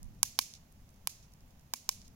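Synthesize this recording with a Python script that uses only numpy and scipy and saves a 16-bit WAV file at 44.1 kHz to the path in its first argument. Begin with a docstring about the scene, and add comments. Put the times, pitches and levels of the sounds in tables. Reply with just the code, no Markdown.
"""Wood burns in a stone fire pit on a lawn, a couple of metres from the microphone.
Low fluttering flames and faint outdoor air sound throughout. Right at the start a puff of wind
bumps the microphone and small crackles begin to tick. Then steam splits the wood in five loud snaps:
each rattles briefly between the stones and comes back from the garden as a soft hiss.
A few of the thin ticks that follow are sharp, far echoes of the snaps."""
import sys
import numpy as np
from scipy import signal
from scipy.fft import rfft, irfft
from scipy.io import wavfile
from scipy.ndimage import uniform_filter1d

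SR = 44100
rng = np.random.default_rng(int(sys.argv[2]) if len(sys.argv) > 2 else 0)


def unload_wav(signal):
    """Save mono or channel-first audio to the path in sys.argv[1] as 16-bit WAV at rate SR, clipped to [-1, 1]."""
    wavfile.write(
        sys.argv[1],
        SR,
        np.round(np.clip(np.atleast_2d(signal).T, -1, 1) * 32767).astype(np.int16),
    )


N = 94815
CRACK_SAMPLES, LEAD_S = 2048, 128 / SR  # a crack's length, and the quiet lead-in before it hits
CRACK_HZ = np.fft.rfftfreq(CRACK_SAMPLES, 1 / SR)


def amp(db):
    """Turns decibels into a gain."""
    return 10 ** (np.asarray(db) / 20)


def look_up(table, hz):
    """Reads a table at any pitch, drawing straight lines between its rows on a log scale."""
    pitch_hz, *columns = np.transpose(table)
    return np.array([np.interp(np.log(hz + 1), np.log(pitch_hz + 1), c) for c in columns])


def unit_level(x):
    """Scales a signal to an average (rms) level of 1."""
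    return x / np.sqrt(np.mean(x ** 2) + 1e-20)


def add(mix, start_s, sound):
    """Mixes a stereo sound in at a given time."""
    part = mix[:, max(round(start_s * SR), 0):][:, :sound.shape[1]]
    part += sound[:, :part.shape[1]]


# The tone of the flames and air: pitch_hz, left_db, right_db
AIR_TONE = [(20, -37, -36.5), (45, -34.5, -37.5), (80, -38.5, -38.5), (130, -40.5, -40.5),
            (231.8, -44.5, -44), (332, -56, -59), (450, -61.5, -55.5), (800, -58.5, -55.5),
            (1400, -68.5, -62.5), (2800, -70, -64), (4200, -69, -69.5), (6700, -68, -65),
            (8000, -73, -77.5), (11000, -77, -68.5), (15500, -79.5, -67.5)]
# How alike the two sides sound: pitch_hz, likeness (0 to 1)
AIR_LIKENESS = [(25, 1), (60, .77), (130, 1), (290, 0.88), (640, .28), (1400, 0)]
# How the low rumble rises and falls: time_s, boost_db
RUMBLE_SWELLS = [(0, 4.5), (.2, 3), (.35, -3), (.9, -1), (1.2, -3), (1.5, 0.5), (1.8, -7), (2.0, 3),
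                 (2.15, 1.5)]

def flames_and_air():
    """Flames make a fluttering rumble, alike on both sides, under the faint hiss of the air."""
    hz, t, noise = signal.stft(rng.standard_normal((2, N)), SR, nperseg=1024, noverlap=768)
    likeness = look_up(AIR_LIKENESS, hz).T
    noise[1] = likeness * noise[0] + np.sqrt(1 - likeness ** 2) * noise[1]
    flutter = uniform_filter1d(rng.standard_normal(noise.shape[1:]), size=6, axis=1)  # smooth in time
    flutter_db = 1.66 * unit_level(uniform_filter1d(flutter, size=5, axis=0))  # and in pitch
    swell_db = np.interp(t, *np.transpose(RUMBLE_SWELLS))
    bass_only = 1 / (1 + (hz[:, None] / 360) ** 2)
    level_db = look_up(AIR_TONE, hz)[:, :, None] + bass_only * (flutter_db + swell_db)
    return signal.istft(noise * amp(level_db), SR, nperseg=1024, noverlap=768)[1][:, :N]


def wind_puff(peak_s=0.058, width_s=0.039, pitch_hz=43.6, left_db=-50, right_db=-39):
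    """Wind bumps the microphone: a short, deep rumble, different on each side."""
    t, hz = np.arange(N) / SR, np.fft.rfftfreq(N, 1 / SR)
    noise = rfft(rng.standard_normal((2, N)))
    rumble = irfft(noise * hz / (1 + (hz / pitch_hz) ** 4), N)
    swell = np.exp(-((t - peak_s) / width_s) ** 2)
    return unit_level(rumble) * swell * amp([[left_db], [right_db]])


def quick_filter(tone_db):
    """The filter with this tone that rings most briefly (minimum phase)."""
    cepstrum = irfft(np.log(amp(tone_db)))
    cepstrum[..., 1:CRACK_SAMPLES // 2] *= 2
    cepstrum[..., CRACK_SAMPLES // 2 + 1:] = 0
    return np.exp(rfft(cepstrum))


# How the stone pit colours each crack: pitch_hz, left_db, right_db
PIT_TONE = [(80, -20.5, -23.5), (235, -8.5, -7.5), (395, -29.5, -24), (640, -5.5, 0.5), (1072, 5, 4),
            (1380, -11.5, -6), (1580, -8.5, 2.5), (1960, -0.5, -11), (2350, -11, 6.5), (2650, -0.5, -9.5),
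            (3000, -6.5, 2), (4500, 1.5, 3), (5500, 2.2, 6), (6700, -3.5, 5.5), (7500, -0.5, -7.64),
            (8910, -2, -2.5), (10600, -15, 4.5), (12730, -19.5, -0.9), (15500, -14, -3)]

def wood_crack(tone_db, tear_s=0.00041, rattle_s=0.0013, bounce_s=0.00148, right_lag_s=0.0001):
    """A jump in pressure and tearing fibres, scattered by the stones, with one bounce."""
    t, hz = np.arange(CRACK_SAMPLES) / SR, CRACK_HZ
    tear = t / tear_s * np.exp(1 - t / tear_s)
    rattle = amp(-5.5) * np.exp(-t / rattle_s)
    shape = tear + rattle
    scatter = rfft(rng.standard_normal((2, CRACK_SAMPLES)) * shape / np.linalg.norm(shape))
    bass_cut = (1j * hz / (2330 + 1j * hz)) ** 2
    burst = 1 + amp(10.5) * scatter * bass_cut  # the 1 is the jump in pressure
    # Even out the burst's own tone, so the pit and tone_db set the colour.
    power = uniform_filter1d(abs(burst) ** 2, round(405.5 / hz[1]), axis=1)
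    colour = quick_filter(look_up(PIT_TONE, hz) + tone_db - 10 * np.log10(power + 1e-9))
    bounce = 1 - 0.2 * np.exp(-2j * np.pi * hz * bounce_s)
    delay = np.exp(-2j * np.pi * hz * (LEAD_S + np.array([[0], [right_lag_s]])))
    return irfft(burst * bounce * delay * colour)


# Small crackles in the wood and sharp far echoes of the snaps: start_s, level_db, pitch_hz
THIN_TICKS = [(0.03, -23, 10000), (0.0438, -37.5, 9000), (.5380, -19.5, 5180), (.5515, -28.5, 4920),
              (0.7247, -35.5, 12020), (0.891, -38.5, 6960), (0.9043, -41.5, 10000), (0.969, -49.5, 7000),
              (1.2273, -37.5, 6600), (1.337, -31.5, 8300), (1.4068, -39, 6000), (1.595, -37.5, 7370),
              (2.0165, -28.5, 4535), (2.0790, -31.5, 6300), (2.081, -32, 6900)]

def thin_ticks(faint_per_s=12, faint_db=-45.5, spread_db=6, faint_hz=8300, half_width_octaves=0.7):
    """Small crackles and far echoes of the snaps, with faint ticks scattered at random among them."""
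    out = np.zeros((2, N))
    draws = rng.random((round(faint_per_s * N / SR), 3))
    faint = [(when * N / SR, faint_db + spread_db * (2 * loud - 1), faint_hz * 2 ** (high - 0.5))
             for when, loud, high in draws]
    for start_s, level_db, pitch_hz in THIN_TICKS + faint:
        off_pitch = np.log2((CRACK_HZ + 1) / pitch_hz) / half_width_octaves
        add(out, start_s - LEAD_S, wood_crack(level_db - 10 * np.log10(1 + off_pitch ** 4)))
    return out


# A snap's seven bands, low to high (knock, body, clack, bite, edge, sting, top): pitch_hz
SNAP_BANDS = [230, 1000, 3300, 5900, 8400, 10800, 14000]
# Big splits in the wood; knock_db to top_db are boosts over the body's level:
# start_s, body_db, knock_db, clack_db, bite_db, edge_db, sting_db, top_db, echo_db, ring_hz, ring_db
BIG_SPLITS = [(0.2304, 1.5, -2.5, -1.5, 1.5, 1.7, 9, 4.5, 3, 6430, 7),
              (0.3895, 4, 0.5, 2.5, -1.5, -6, 4, -4.5, 5.5, 4850, 4.5),
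              (1.0726, -3, -8.5, 2, -2.5, 0.5, 6.5, 1.5, -2.5, 8330, 2.5),
              (1.7370, -3, 4.5, -2.5, -3, 5, -7.5, 4, -3, 4900, 5),
              (1.891, -1.5, -1, -1, 2, 4.5, -9.5, 5.5, -0.5, 5730, 5.5)]

def snaps(ring_octaves=0.21):
    """Pockets of steam split the wood; each snap has its own tone, a brief ring and an echo."""
    out = np.zeros((2, N))
    for start_s, body_db, knock_db, *treble_db, echo_db, ring_hz, ring_db in BIG_SPLITS:
        bands = list(zip(SNAP_BANDS, [knock_db, 0] + treble_db))
        tone_db = body_db + look_up(bands, CRACK_HZ)
        off_pitch = np.log2((CRACK_HZ + 1) / ring_hz) / ring_octaves
        add(out, start_s - LEAD_S, wood_crack(tone_db + ring_db / (1 + off_pitch ** 2)))
        add(out, start_s, amp(echo_db) * garden_echo())
    return out


# The tone the garden sends back: pitch_hz, left_db, right_db
ECHO_TONE = [(300, -55.5, -51), (996, -32, -28), (1508, -34, -32), (2300, -22, -13.5), (3400, -16.5, -16),
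             (5070, -11, -7.5), (6750, -7.5, -4.5), (8160, -13.5, -16.5), (10700, -18.5, -8.5),
             (15500, -22.5, -14)]
# How long the echo takes to fade by 60 dB: pitch_hz, fade_s
ECHO_FADE = [(1000, 0.43), (3000, 0.46), (6000, 0.43), (10000, 0.33), (15000, .25)]
# Stronger echoes from things around the lawn: delay_s, boost_db
LAWN_ECHOES = [(0.028, 2.5), (.112, 0.5), (.127, 2.5), (.163, 7.5), (.18, 6)]

def garden_echo(grass_fade_s=0.085, trees_s=0.02, rise_s=0.001954, last_hedge_s=0.27, width_s=0.0095):
    """A snap comes back as a hiss: first from the grass nearby, then from trees and hedges."""
    hz, t, noise = signal.stft(rng.standard_normal((2, SR // 2)), SR, nperseg=256)
    level_db = look_up(ECHO_TONE, hz)[:, :, None] - 60 * t / look_up(ECHO_FADE, hz).T
    hiss = signal.istft(noise * amp(level_db), SR, nperseg=256)[1]
    t = np.arange(hiss.shape[1]) / SR
    grass = amp(4 - 60 * t / grass_fade_s)
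    trees = (1 + np.tanh((t - trees_s) / rise_s)) / 2
    ending = (1 - np.tanh((t - last_hedge_s) / 0.017)) / 2  # the hiss stops past the farthest hedge
    boost_db = sum(db * np.exp(-((t - delay_s) / width_s) ** 2) for delay_s, db in LAWN_ECHOES)
    shape = np.hypot(trees, grass) * ending * amp(boost_db)
    average_fade = amp(-60 * t / np.mean(ECHO_FADE, axis=0)[1])
    return hiss * shape / np.linalg.norm(shape * average_fade)


def scene():
    """The fire in the garden."""
    return flames_and_air() + wind_puff() + snaps() + thin_ticks()


def record(dry, cutoff_hz=16100):
    """Trims away the very highest treble."""
    treble_cut = signal.firwin(255, cutoff_hz, window=("kaiser", 9), fs=SR)
    return signal.oaconvolve(dry, treble_cut[None], "same")


dry = scene()
out = record(dry)
unload_wav(out)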